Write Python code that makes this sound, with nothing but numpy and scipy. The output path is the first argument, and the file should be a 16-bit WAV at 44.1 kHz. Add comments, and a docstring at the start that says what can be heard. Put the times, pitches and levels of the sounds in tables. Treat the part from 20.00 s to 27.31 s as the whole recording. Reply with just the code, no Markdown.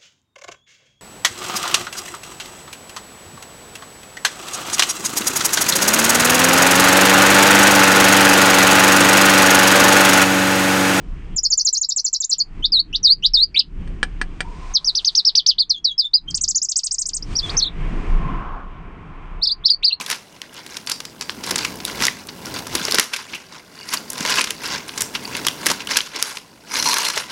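"""In a small room, two forks pull a roast chicken apart in its nest of foil on wrapping paper, close by.
Creases snap one by one, each a short noise burst ringing its own facet, over a fine crackle of tiny clicks.
Soft slips make the pushed parcel rumble, and short dull bursts make it bump on the table.
Meat parts with tiny ticks, the nest drags, forks scrape, and fading sine tones let a fork ring faintly."""
import sys
import numpy as np
from scipy import signal
from scipy.fft import rfft, irfft
from scipy.io import wavfile
from scipy.ndimage import uniform_filter1d

SR = 44100
rng = np.random.default_rng(int(sys.argv[2]) if len(sys.argv) > 2 else 0)


def generate_wav(signal):
    """Clip the signal to [-1, 1] and save it as 16-bit WAV at the path in sys.argv[1]."""
    frames = np.transpose(np.atleast_2d(signal))
    scaled = np.clip(frames, -1, 1) * 32767
    pcm = np.round(scaled).astype(np.int16)
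    wavfile.write(sys.argv[1], SR, pcm)


N = 322371
TIME = np.arange(N) / SR
CONTROL_TIME = np.arange(0, N / SR + .001, .001)  # slow controls are worked out every millisecond

# Colour of the quiet room air. Each row: frequency in Hz, level in dB.
AIR = [(25, -2.5), (180, 13), (400, 9), (780, 5), (1300, -17), (4000, -34), (5500, -13), (9000, -9.5),
       (15500, -18)]
AIR_DB = -50.5

# The forks lean on the bird and shift the parcel. Each row: start of full strength in seconds,
# rumble level in dB before its trim, swell in seconds, hold in seconds, deep rumble in dB against the rest.
PUSHES = [(.005, -39, .02, 0.0043, -7), (.12, -45, 0.053, .01, -13), (.64, -47, 0.43, 0.51, -1.5),
          (1.5, -35, 0.56, 0.24, -0.5), (2.01, -32, 0.54, 0.0041, 2), (2.55, -32.5, 0.59, 0.043, -0.5),
          (2.75, -28.5, .1, 0.013, 2), (2.86, -34.5, 0.14, 0.097, -3.5), (3.33, -41, 0.087, 0.022, -3),
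          (3.94, -40.5, 0.082, 0.079, -4), (4.2, -36.5, 0.58, .17, -4), (4.71, -36, 0.37, 0.056, -2),
          (5, -37.5, 0.14, 0.04, 3), (5.43, -33, 1, 0.0072, -2.5), (5.7, -31, 0.25, 0.013, -6.5),
          (5.9, -37, 0.29, 0.02, -3), (6.15, -67, .05, 0.12, -3), (6.81, -37, 0.19, 0.082, -3),
          (7.17, -47, 0.29, 0.1, 2)]
REST_DB, USUAL_PUSH_DB = -59, -51  # parcel settling between pushes, and usual pressure; before the rumble's trim
# Colour of the rumble. Each row: frequency in Hz, level in dB.
RUMBLE_COLOUR = [(25, -18), (55, -3.5), (85, -2.5), (125, 1.5), (190, 0), (260, 1.5), (370, -2.5),
                 (600, -4.5), (1000, -9), (2000, -24)]
# The parcel bumps on the table. Each row: start in seconds, average level in dB before the bumps' trim,
# middle of its broad pitch in Hz, length in milliseconds.
BUMPS = [(1.377, -34, 248, 8.3), (1.51, -29.5, 353, 26), (2.002, -29, 198, 14), (2.469, -35, 300, 8),
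         (2.751, -20, 340, 4.3), (2.804, -30, 200, 14), (2.882, -23, 486, 5.1), (2.938, -25, 485, 13),
         (2.985, -20, 264, 3.3), (4.205, -24.5, 198, 6.3), (4.25, -23.5, 450, 5.3), (5.662, -24, 517, 5.7),
         (5.698, -23, 536, 12.5), (6.146, -37, 344, 25), (7.17, -22.5, 620, 5.9)]

# A fork's tines are plucked. Each row: start in seconds, level in dB before the forks' trim, main pitch in Hz.
CLINKS = [(0.872, -30, 4700), (.917, -24.5, 4823), (1.051, -35, 4680), (1.21, -29, 4870),
          (5.006, -26, 5523), (5.018, -30, 7600)]
# Ways the tines ring. Each row: multiple of the main pitch, level in dB, time to fall by 60 dB in seconds.
TINES = [(.792, -38, .25), (0.999, -5, 0.26), (1.039, -19, .17), (1.1, -10, 0.29), (1.22, -24, .25),
         (1.53, -10, .2), (1.755, -20, 0.38), (2.05, -26, .2)]
# One fork rubs the other or bone. Each row: start of full strength in seconds, level in dB,
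# swell in seconds, hold in seconds.
SCRAPES = [(3.755, -43.5, 0.043, 0.1), (3.95, -24.5, 0.046, .005), (5.21, -38, 0.028, .06)]
# Resonances of a tightly held fork. Each row: pitch in Hz, width setting in Hz, drive in dB.
FORK_BODY = [(2847, 120, 9), (3950, 240, -14), (4630, 850, 9), (5000, 430, -9)]

# Sticky skin and meat fibres part. Each row: start in seconds, average level in dB before the skin's trim.
SKIN_TICKS = [(0.533, -30), (0.5422, -25), (0.6998, -29), (0.8644, -21), (1.3508, -29), (1.4377, -20),
              (1.4641, -15), (1.7574, -21.5), (1.8614, -20), (2.2707, -19.5), (2.542, -16.5), (2.8644, -24),
              (4.1205, -20), (4.132, -11.5), (4.6764, -17), (5.275, -30), (5.8486, -29), (6.6094, -68.5)]
# Colour of the ticks. Each row: frequency in Hz, level in dB.
SKIN_COLOUR = [(1000, -40), (3000, 0), (6000, 5), (11000, 8), (16000, -12)]

# The foil nest drags over paper as the bird is pulled open. 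Each row: start of full strength in seconds,
# level in dB, swell in seconds, hold in seconds.
TUGS = [(6.69, -45, 0.023, 0.037), (6.755, -24, 0.045, 0.044), (6.865, -20, 0.043, 0.051),
        (7.005, -22, 0.07, 0.0061), (7.09, -26, 0.07, 0.0084)]
# Resonances of the stretched nest. Each row: pitch in Hz, width setting in Hz, drive in dB.
NEST_BODY = [(960, 240, -3.5), (4250, 480, -2), (4970, 200, -3.5), (5770, 720, -5.5), (6300, 240, -10),
             (9170, 340, -13), (10400, 450, -13)]

# Fork moves crumple a patch of wrapping. Each row: start of full strength in seconds,
# level in dB before the crackle's trim, swell in seconds, hold in seconds, brightness in dB.
CRUMPLES = [(.003, -21.5, 0.036, 0.0017, 6.5), (0.106, -26.5, 0.085, 0.026, 5), (.33, -49, 0.046, 0.036, 3),
            (.42, -44.5, .008, 0.034, -19), (0.574, -35.5, 0.082, 0.02, -9), (0.731, -36, 0.14, 0.029, 3),
            (0.897, -28.5, 0.029, 0.016, 1), (1.219, -32, 0.023, 0.0038, 4), (1.3, -33, 0.029, 0.0046, 5),
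            (1.476, -26, 0.058, 0.036, 1), (1.614, -26, 0.22, 0.019, 1), (1.875, -28.5, 0.063, 0.035, 0),
            (1.955, -33, 0.032, .01, 2), (2.035, -18.5, 0.075, 0.015, 3.5), (2.17, -39.5, 0.096, 0.041, 2),
            (2.471, -31.5, 0.071, 0.004, 0), (2.563, -26, 0.08, 0.0034, -3), (2.754, -27, 0.11, 0.27, 2),
            (2.992, -19, 0.028, 0.0028, -4), (3.14, -23.5, 0.022, 0.0026, 3),
            (3.188, -32.5, 0.056, 0.021, 0), (3.343, -37, 0.43, 0.0073, 0), (3.522, -38, 0.028, 0.068, -5),
            (3.777, -41.5, 0.13, 0.057, 2), (3.936, -24.5, 0.095, .005, 6), (4.21, -26.5, 0.15, 0.047, -1),
            (4.294, -18, 0.074, 0.041, -2), (4.386, -14.5, 0.069, 0.004, 2), (4.505, -30.5, 0.07, .005, 4),
            (4.645, -25, 0.041, 0.015, 1), (4.735, -22.5, 0.17, 0.011, -6),
            (4.881, -29.5, 0.0063, 0.0016, 11), (5.009, -31, 0.21, .005, 5),
            (5.151, -24.5, 0.019, 0.0034, 3), (5.24, -35, 0.071, .04, 5), (5.365, -26.5, 0.14, 0.0097, -1),
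            (5.445, -35, .06, 0.033, 3), (5.69, -21, 0.12, 0.009, 3.5), (5.809, -28, 0.04, 0.0025, -8),
            (5.912, -17.5, 0.037, 0.0072, -2), (5.967, -18.5, 0.058, 0.0037, -1),
            (6.062, -31.5, .02, 0.0068, -1), (6.153, -28.5, .045, 0.044, -8),
            (6.218, -30, 0.17, 0.093, 6.5), (6.365, -34, 0.044, .01, 7), (6.755, -20.5, 0.071, 0.034, 4),
            (6.868, -19, 0.086, 0.05, 8), (6.959, -21.5, 0.033, .13, 3.5), (7.169, -24, 0.17, .025, 2),
            (7.305, -26.5, 0.024, .005, -4)]
FADE_S, FADE_SHARE = 0.022, 0.42  # a move fades by 20 dB in this time plus this share of its swell
# Colour of the crackle. Each row: frequency in Hz, level in dB per Hz.
CRACKLE_COLOUR = [(350, -10), (550, 3), (760, -2.5), (1000, 6.5), (1400, 5.5), (2000, 3.5), (2800, 2),
                  (3600, -2.5), (5000, 1.5), (6200, -3.5), (8400, -15.5), (10200, -10), (13000, -26.5),
                  (15500, -58)]
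SCATTER_S = .0015  # how long a click scatters across the sheet

# The loudest creases snap. Each row: start in seconds, average level in dB, length in milliseconds,
# facet pitch in Hz, height of the facet's ring in dB, brightness in dB.
SNAPS = [(0.0616, -25, 4.7, 3500, 11, 14), (0.1006, -15, 2.2, 2190, 14, 18),
         (0.1112, -17.5, 6, 1210, 8, 10), (0.1256, -20.5, 5.8, 1880, 8, -6),
         (0.3635, -41, 2.7, 2500, 13, -4), (0.417, -21, 1.5, 2780, 9.5, 5),
         (0.663, -31.5, 4.2, 5500, -6, 7), (.768, -23, 5, 1400, -16, 5), (.872, -21.5, 4.2, 1700, -4, 1),
         (0.8969, -18.5, 3.7, 1350, -1, 16), (0.9156, -15.5, 5.2, 4800, 10, 12),
         (1.0027, -24, 3.7, 1140, 3, 7), (1.052, -25.5, 3.3, 4780, 4, 10), (1.2104, -19.5, 2.8, 5100, 6, 7),
         (1.2242, -27, 3.7, 6600, 14, -6), (1.2954, -10.5, 0.69, 2750, 5, -30),
         (1.437, -25.5, 9.4, 5480, 4, 4), (1.5084, -15.5, 5.1, 4340, 1, 12),
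         (1.558, -13.5, 3.8, 7500, 14, 4), (1.58, -20, 5.1, 4760, 13, 16), (1.5879, -17.5, 4.1, 4530, 7, 4),
         (1.648, -16, 5.9, 2430, 11, 7), (1.8017, -30, 5.9, 4500, 1, -2),
         (1.851, -12.5, 1.55, 3830, 25, 33.5), (2.0042, -21, 3.3, 2940, 5, -2),
         (2.0218, -14, 3.9, 2100, 9, 10), (2.0363, -15, 4, 4330, 14, 8), (2.0523, -9, 1.9, 6570, 8, 13),
         (2.068, -9.5, 1.7, 1850, -5, 9), (2.082, -9, 2.04, 2040, 18.5, -26),
         (2.2868, -29.5, 9.5, 4600, 6, -6), (2.457, -24, 1.8, 5370, 26, 34),
         (2.5872, -27.5, 6.1, 4290, 3, 12), (2.668, -26, 4.9, 1140, 14, 13),
         (2.7511, -13.5, 5.3, 4200, 6, 16), (2.8517, -12, 1.5, 5450, 19, 17),
         (2.883, -17.5, 2.2, 6990, -9, -14), (2.911, -13, 1.5, 4060, 15, 21),
         (2.922, -7.5, 1, 4480, 16, 17), (2.944, -10, 2.2, 4530, 8, 8), (2.9488, -11.5, 1.2, 1430, 20, 29),
         (2.9536, -16.5, 3.9, 5820, 10, -6), (2.9843, -8.5, 3.7, 1720, 12, 9),
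         (2.9964, -6.5, 3.6, 1920, 9.5, 16.5), (3.1344, -19, 8.8, 2550, 13, 6),
         (3.1616, -23.5, 7.8, 2320, 10, 10), (3.3341, -25.5, 8.2, 2420, 13, -29),
         (3.3466, -27.5, 12.5, 2700, 20, 13), (3.889, -25.5, 4.4, 4850, 11, 12),
         (3.928, -21, 2.2, 3000, 4, 6), (3.9359, -15.5, 7.9, 1100, 12.5, 15.5),
         (4.1017, -20, 3.1, 6100, 8, 31), (4.179, -25, 3.3, 5500, 0, 11),
         (4.2055, -22.5, 3.4, 6460, 11, 17), (4.2504, -17.5, 4, 1840, 15, 6), (4.261, -16.5, 3, 4560, 1, 3),
         (4.3006, -19.5, 8, 1060, 10, 14), (4.322, -17, 4, 2880, 9, 2), (4.357, -21, 3.6, 3000, 8, 12),
         (4.384, -14.5, 7.2, 2740, 16, -12), (4.4094, -12.5, 3.2, 2330, 14, 7),
         (4.414, -15.5, 3.5, 9100, 20, -5), (4.441, -17, 4.4, 5820, 2, 9),
         (4.471, -24.5, 7.2, 5500, -9, -2), (4.5057, -14.5, 2.4, 2840, 11, 18),
         (4.6577, -27, 5.6, 3980, 25, 22), (4.892, -24.5, 3.8, 3200, 6, -10),
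         (4.9762, -21.5, 7.8, 7540, 9, 9), (5.007, -16, 5.2, 6860, 7, 20), (5.0191, -12, 2.5, 7560, 10, 21),
         (5.15, -20, 10.4, 2830, 9.5, -7), (5.3496, -19, 3.7, 2700, 10, -17),
         (5.367, -21, 2.1, 3170, 7, 19), (5.449, -22, 4.3, 8390, 6, -2),
         (5.4667, -10.5, 3.8, 1170, 5, 14.5), (5.4739, -10, 0.95, 3350, 24, 9),
         (5.484, -8.5, 1.6, 3070, 12, 11), (5.6595, -14, 2.2, 4230, 7, 16),
         (5.6649, -10, 6.2, 1800, 13, 18), (5.6998, -16, 7.5, 7450, 5, 5),
         (5.714, -13.5, 4.1, 930, 13.5, 12), (5.803, -28, 5.5, 2720, 18, -19),
         (5.871, -22, 3.9, 3040, 19, 17), (5.933, -26, 6.8, 3200, 8, -2), (5.9584, -18, 2.4, 2640, 15, -8),
         (5.9693, -8, 4.7, 1100, -18, 11), (5.9875, -13, 1.3, 2460, 7, 4),
         (6.005, -13.5, 2.1, 3130, 10, -22), (6.1603, -22.5, 3.6, 5480, 6, 8),
         (6.2255, -7, 1.7, 5300, 3.5, 15), (6.3704, -22, 3, 2480, 7, 0), (6.7405, -16.5, 1.5, 6200, 28, -3),
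         (6.756, -13, 1.3, 2230, 7, -2), (6.777, -24, 4, 5820, 4, 0), (6.8254, -15.5, 4.8, 5480, 9, 10),
         (6.857, -18, 5.6, 1000, 23, 4), (6.9311, -12.5, 2.4, 1070, 16, 6), (6.9413, -9, 1.2, 940, 3, 13),
         (6.968, -14, 2.6, 1350, 14, -10), (6.984, -10.5, 0.86, 1130, 23, 20),
         (7.05, -17.5, 4.4, 3900, 8, 11), (7.0858, -15.5, 1.4, 870, 9, 14), (7.0996, -19, 5.3, 1210, 10, 7),
         (7.175, -16.5, 6.4, 1800, 9, 6)]
# Colour of the sheet under a snap. Each row: frequency in Hz, level in dB.
SNAP_COLOUR = [(100, -12.5), (400, -3.5), (740, -11.5), (1000, 0), (1800, -0.5), (3400, 0), (5600, -1),
               (8400, -15.5), (10500, -16), (13000, -24), (16000, -38)]
SNAP_LOWS_DB, LOWS_PER_PUSH = -6, 0.28  # lows at usual pressure, and dB more per dB of pressure
SNAP_FALL, SNAP_RISE_SHARE = 0.9, .06

TOP_HZ = 15900  # nearly nothing is heard above this


def undb(db):
    """Turn decibels into a gain."""
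    return np.exp(np.asarray(db) * (np.log(10) / 20))


def unit(x):
    """Scale to an average (rms) level of 1."""
    return x / np.sqrt(np.mean(x ** 2) + 1e-18)


def even(x, span_s):
    """Hold the slow level near 1 and keep the fine grain."""
    size = max(int(span_s * SR), 8)
    power = uniform_filter1d(uniform_filter1d(x ** 2, size), size)
    return x / np.sqrt(power + 1e-9)


def slope(points, hz):
    """Read a curve of (Hz, dB) points, with pitch spaced as the ear hears it."""
    f, db = np.transpose(points)
    return np.interp(np.log(hz), np.log(f), db)


def bins(size):
    """List the frequencies of a spectrum, kept above zero."""
    return np.maximum(np.fft.rfftfreq(size, 1 / SR), 1)


def response(db):
    """Turn a gain curve into a ring that starts at once, by folding its cepstrum."""
    cep = irfft(db * np.log(10) / 20)
    half = len(cep) // 2
    cep[1:half] *= 2
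    cep[half + 1:] = 0
    return irfft(np.exp(rfft(cep)))


def tint(x, points):
    """Colour a long sound with a curve of (Hz, dB) points."""
    gain = undb(slope(points, bins(len(x))))
    return irfft(rfft(x) * gain, len(x))


def hump(hz, centre_hz, octaves):
    """Outline a resonance, 1 at its centre."""
    return 1 / (1 + (np.log2(hz / centre_hz) / octaves) ** 2)


def burst(length_ms, fall, rise_share, size):
    """Spectrum of a noise burst that builds fast and dies away, with its broad colour evened out."""
    age = np.arange(size) / SR * 1000 / length_ms
    shape = (1 - np.exp(-age / rise_share)) * np.exp(-fall * age ** 2)
    spec = rfft(rng.standard_normal(size) * shape)
    power = uniform_filter1d(np.abs(spec) ** 2, max(int(size / 24 / length_ms), 3))
    return spec / np.sqrt(np.abs(power) + 1e-12)


def blow(db_curve, db, length_ms, fall, rise_share):
    """A burst makes a body ring; its energy is set by its average level over its length."""
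    body = response(db_curve)
    y = irfft(burst(length_ms, fall, rise_share, len(body)) * rfft(body))
    return y * undb(db) * np.sqrt(length_ms * SR / 1000 / np.sum(y ** 2))


def add(out, s, sound):
    """Mix a sound in at a time in seconds."""
    start = int(np.clip(s * SR, 0, N - 1))
    out[start:start + len(sound)] += sound[:N - start]


def grains(rate, spread_db):
    """Random clicks, about `rate` a second; with a spread, many are small and a few large."""
    size = undb(spread_db * np.minimum(rng.exponential(size=N), 4.5))
    return (rng.random(N) < rate / SR) * size


def wander(rate):
    """A wandering line through random points, `rate` of them a second."""
    points = rng.standard_normal(4096)
    return 1.35 * np.interp(TIME * rate, np.arange(len(points)), points)


def held(control):
    """Stretch a slow control to one value a sample."""
    return np.interp(TIME, CONTROL_TIME, control)


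def stroke(s, db, swell_s, hold_s):
    """Gain of one hand move: it swells by 20 dB, holds, and fades; slow moves fade slowly."""
    swell_s = max(swell_s, .005)
    before = np.maximum(s - CONTROL_TIME, 0) / swell_s
    after = np.maximum(CONTROL_TIME - s - hold_s, 0) / (FADE_S + FADE_SHARE * swell_s)
    return undb(db - 20 * np.minimum(before + after, 10))


def together(moves, rest_db):
    """Joint gain of moves over a resting level, and the colour of whichever prevails."""
    power, colour = undb(rest_db) ** 2, 0
    for s, db, swell_s, hold_s, colour_db in moves:
        own = stroke(s, db, swell_s, hold_s) ** 2
        power = power + own
        colour = colour + own * colour_db
    return held(np.sqrt(power)), held(colour / power)


def friction(moves, body, rate, spread_db, shift_db=4.0, shift_rate=45):
    """Uneven stick-slip pulses ring a body's resonances, now one and now another as the contact moves."""
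    slips = grains(rate, spread_db) * rng.standard_normal(N)
    out = 0
    for hz, width_hz, db in body:
        peak = signal.iirpeak(hz, hz / width_hz / 0.57, fs=SR)
        drive = slips * undb(db + shift_db * wander(shift_rate))
        once = signal.lfilter(*peak, drive)
        out = out + signal.lfilter(*peak, once)
    return even(out, span_s=0.081) * held(sum(stroke(*move) for move in moves))


def quiet_air():
    """Steady coloured noise stands for the room's quiet air."""
    return undb(AIR_DB) * unit(tint(rng.standard_normal(N), AIR))


def room(x, wet_db=-12, t60_low=0.32, t60_high=0.35, table_db=-14, table_s=0.0013):
    """Quick reflections come off table and dishes, then the short tail of a small room (t60 in seconds)."""
    age = TIME[:SR // 2]
    noise = rng.standard_normal((3, len(age)))
    low_pass = signal.butter(4, 6500, fs=SR, output="sos")
    high_pass = signal.butter(4, 6500, "high", fs=SR, output="sos")
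    low = signal.sosfilt(low_pass, noise[0]) * undb(-60 * age / t60_low)
    high = signal.sosfilt(high_pass, noise[1]) * undb(-60 * age / t60_high)
    tail = (low + high) * np.clip(age / 0.0039, 0, 1)
    near = noise[2] * np.exp(-age / table_s) * (age > .0015)
    echo = (undb(wet_db) * unit(tail) + undb(table_db) * unit(near)) / np.sqrt(len(age))
    return signal.oaconvolve(x, echo)[:N]


def parcel(push, deep_db, crumple, rumble_db=-1, shaken_db=-20, bump_db=-1):
    """Meat and paper drag in dull slips; pressure reaches the table, crumples only shake; shoves bump."""
    slips = grains(rate=1200, spread_db=0) * rng.standard_normal(N)
    rumble = even(tint(slips, RUMBLE_COLOUR), span_s=0.011)
    deep = tint(rumble, [(120, 0), (170, -8), (260, -40)])
    pressed = push * undb(rumble_db)
    shaken = crumple * undb(shaken_db)
    out = (rumble - deep) * np.hypot(pressed, shaken) + deep * pressed * undb(deep_db)
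    hz = bins(size=8192)
    for s, db, pitch_hz, ms in BUMPS:
        body = 48 * hump(hz, pitch_hz, octaves=1.8)
        add(out, s, blow(body, db + bump_db, ms, fall=0.75, rise_share=0.18))
    return out


def fork_rings(gain_db=-4, split=0.031):
    """Steel tines ring briefly, damped by hand and meat; the four tines differ a little and beat."""
    out, age = np.zeros(N), TIME[:SR // 2]
    for s, db, hz in CLINKS:
        for ratio, mode_db, t60 in TINES:
            tines_hz = hz * ratio * (1 + split * rng.standard_normal((4, 1)))
            cycles = tines_hz * age + rng.random((4, 1))
            ring = unit(np.sin(2 * np.pi * cycles).sum(axis=0))
            add(out, s, ring * undb(db + gain_db + mode_db - 60 * age / t60))
    return out


def fork_scrapes():
    """A fork sticks and slips against the other or on bone, and its held steel rings."""
    return friction(SCRAPES, FORK_BODY, rate=610, spread_db=10.0)


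def skin(gain_db=-9, length_ms=1.0):
    """Wet strands let go, each with one very short bright tick."""
    out, colour = np.zeros(N), slope(SKIN_COLOUR, bins(size=1024))
    for s, db in SKIN_TICKS:
        add(out, s, blow(colour, db + gain_db, length_ms, fall=0.52, rise_share=0.11))
    return out


def nest_tugs():
    """The foil nest sticks and slips over the paper in tugs, and its stretched sheet rings."""
    return friction(TUGS, NEST_BODY, rate=1500, spread_db=5.0)


def handling(crumple, push, pressed_db=-6.5, paper_db=-3.0, paper_per_db=-0.0943):
    """Pressure alone keeps the crackle ticking; louder crackle holds less dull paper."""
    level_db = 20 * np.log10(np.hypot(crumple, push * undb(pressed_db)))
    return level_db, paper_db + paper_per_db * (level_db - level_db.mean())


def crackle(level_db, paper_db, foil_db, gain_db=-1.5, rate=900, scatter=1.0, facet_q=6.2,
            shift_db=3.0, shift_rate=110, clump_db=2.1, clump_rate=260):
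    """Countless small creases each ring a chance mix of facets that changes as the sheet deforms."""
    # the strength of the clicks wanders quickly, so stronger and weaker clusters follow each other
    creases = grains(rate, spread_db=0) * undb(clump_db * wander(clump_rate))
    at, keep = np.flatnonzero(creases), np.exp(-1 / (SCATTER_S * SR))
    out, power = 0, 0
    for hz in np.geomspace(380, 15000, 26):
        hits = np.zeros(N)
        facet_gain = undb(shift_db * wander(shift_rate)[at])
        hits[at] = creases[at] * rng.standard_normal(len(at)) * facet_gain
        # each click scatters across the sheet in its own way, then the facet rings with it
        energy = signal.lfilter([1 - keep], [1, -keep], hits ** 2 + 1e-18)
        hits = hits + scatter * np.sqrt(energy) * rng.standard_normal(N)
        ring = signal.lfilter(*signal.iirpeak(hz, facet_q, fs=SR), hits)
        ring = signal.lfilter(*signal.iirpeak(hz, 2, fs=SR), ring)
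        dull = slope([(1300, 1), (3200, 0)], hz)
        bright = slope([(5000, 0), (9000, 1)], hz)
        gain = undb(slope(CRACKLE_COLOUR, hz) + dull * paper_db + bright * foil_db) * np.sqrt(hz)
        out = out + gain * unit(ring)
        power = power + gain ** 2
    return even(out / np.sqrt(power), span_s=0.018) * undb(level_db + gain_db)


def snaps(push, ring_octaves=0.25, around=0.65):
    """Creases buckle and ring their facets, fuller under pressure; gives the sound ahead and all around."""
    ahead, spread, hz = np.zeros(N), np.zeros(N), bins(size=2048)
    lows = slope([(1100, 1), (3500, 0)], hz)
    highs = slope([(4500, 0), (10000, 1)], hz)
    sheet = slope(SNAP_COLOUR, hz)
    for s, db, ms, facet_hz, facet_db, bright_db in SNAPS:
        push_db = 20 * np.log10(push[int(s * SR)])
        low_db = SNAP_LOWS_DB + LOWS_PER_PUSH * (push_db - USUAL_PUSH_DB)
        facet = low_db * lows + bright_db * highs + facet_db * hump(hz, facet_hz, ring_octaves)
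        add(ahead, s, blow(sheet + facet, db, ms, SNAP_FALL, SNAP_RISE_SHARE))
        # a facet beams its colour one way: averaged over all directions the sheet sounds plainer
        add(spread, s, blow(sheet + around * facet, db, ms, SNAP_FALL, SNAP_RISE_SHARE))
    return ahead, spread


def scene():
    """Wrapping, meat and forks sound in the room, over its quiet air."""
    push, deep_db = together(PUSHES, REST_DB)
    crumple, foil_db = together(CRUMPLES, rest_db=-50)
    level_db, paper_db = handling(crumple, push)
    cutlery = fork_rings() + fork_scrapes()
    wrapping = nest_tugs() + crackle(level_db, paper_db, foil_db)
    meal = parcel(push, deep_db, crumple) + cutlery + skin() + wrapping
    snaps_ahead, snaps_around = snaps(push)
    return (quiet_air() + room(snaps_around + meal) + meal + snaps_ahead)[None]


def record(dry):
    """Peaks beyond full scale are clipped flat, then a steep filter cuts the top."""
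    top_cut = signal.ellip(10, .2, 90, TOP_HZ, fs=SR, output="sos")
    return signal.sosfilt(top_cut, np.clip(dry, -1, 1))


dry = scene()
out = record(dry)
generate_wav(out)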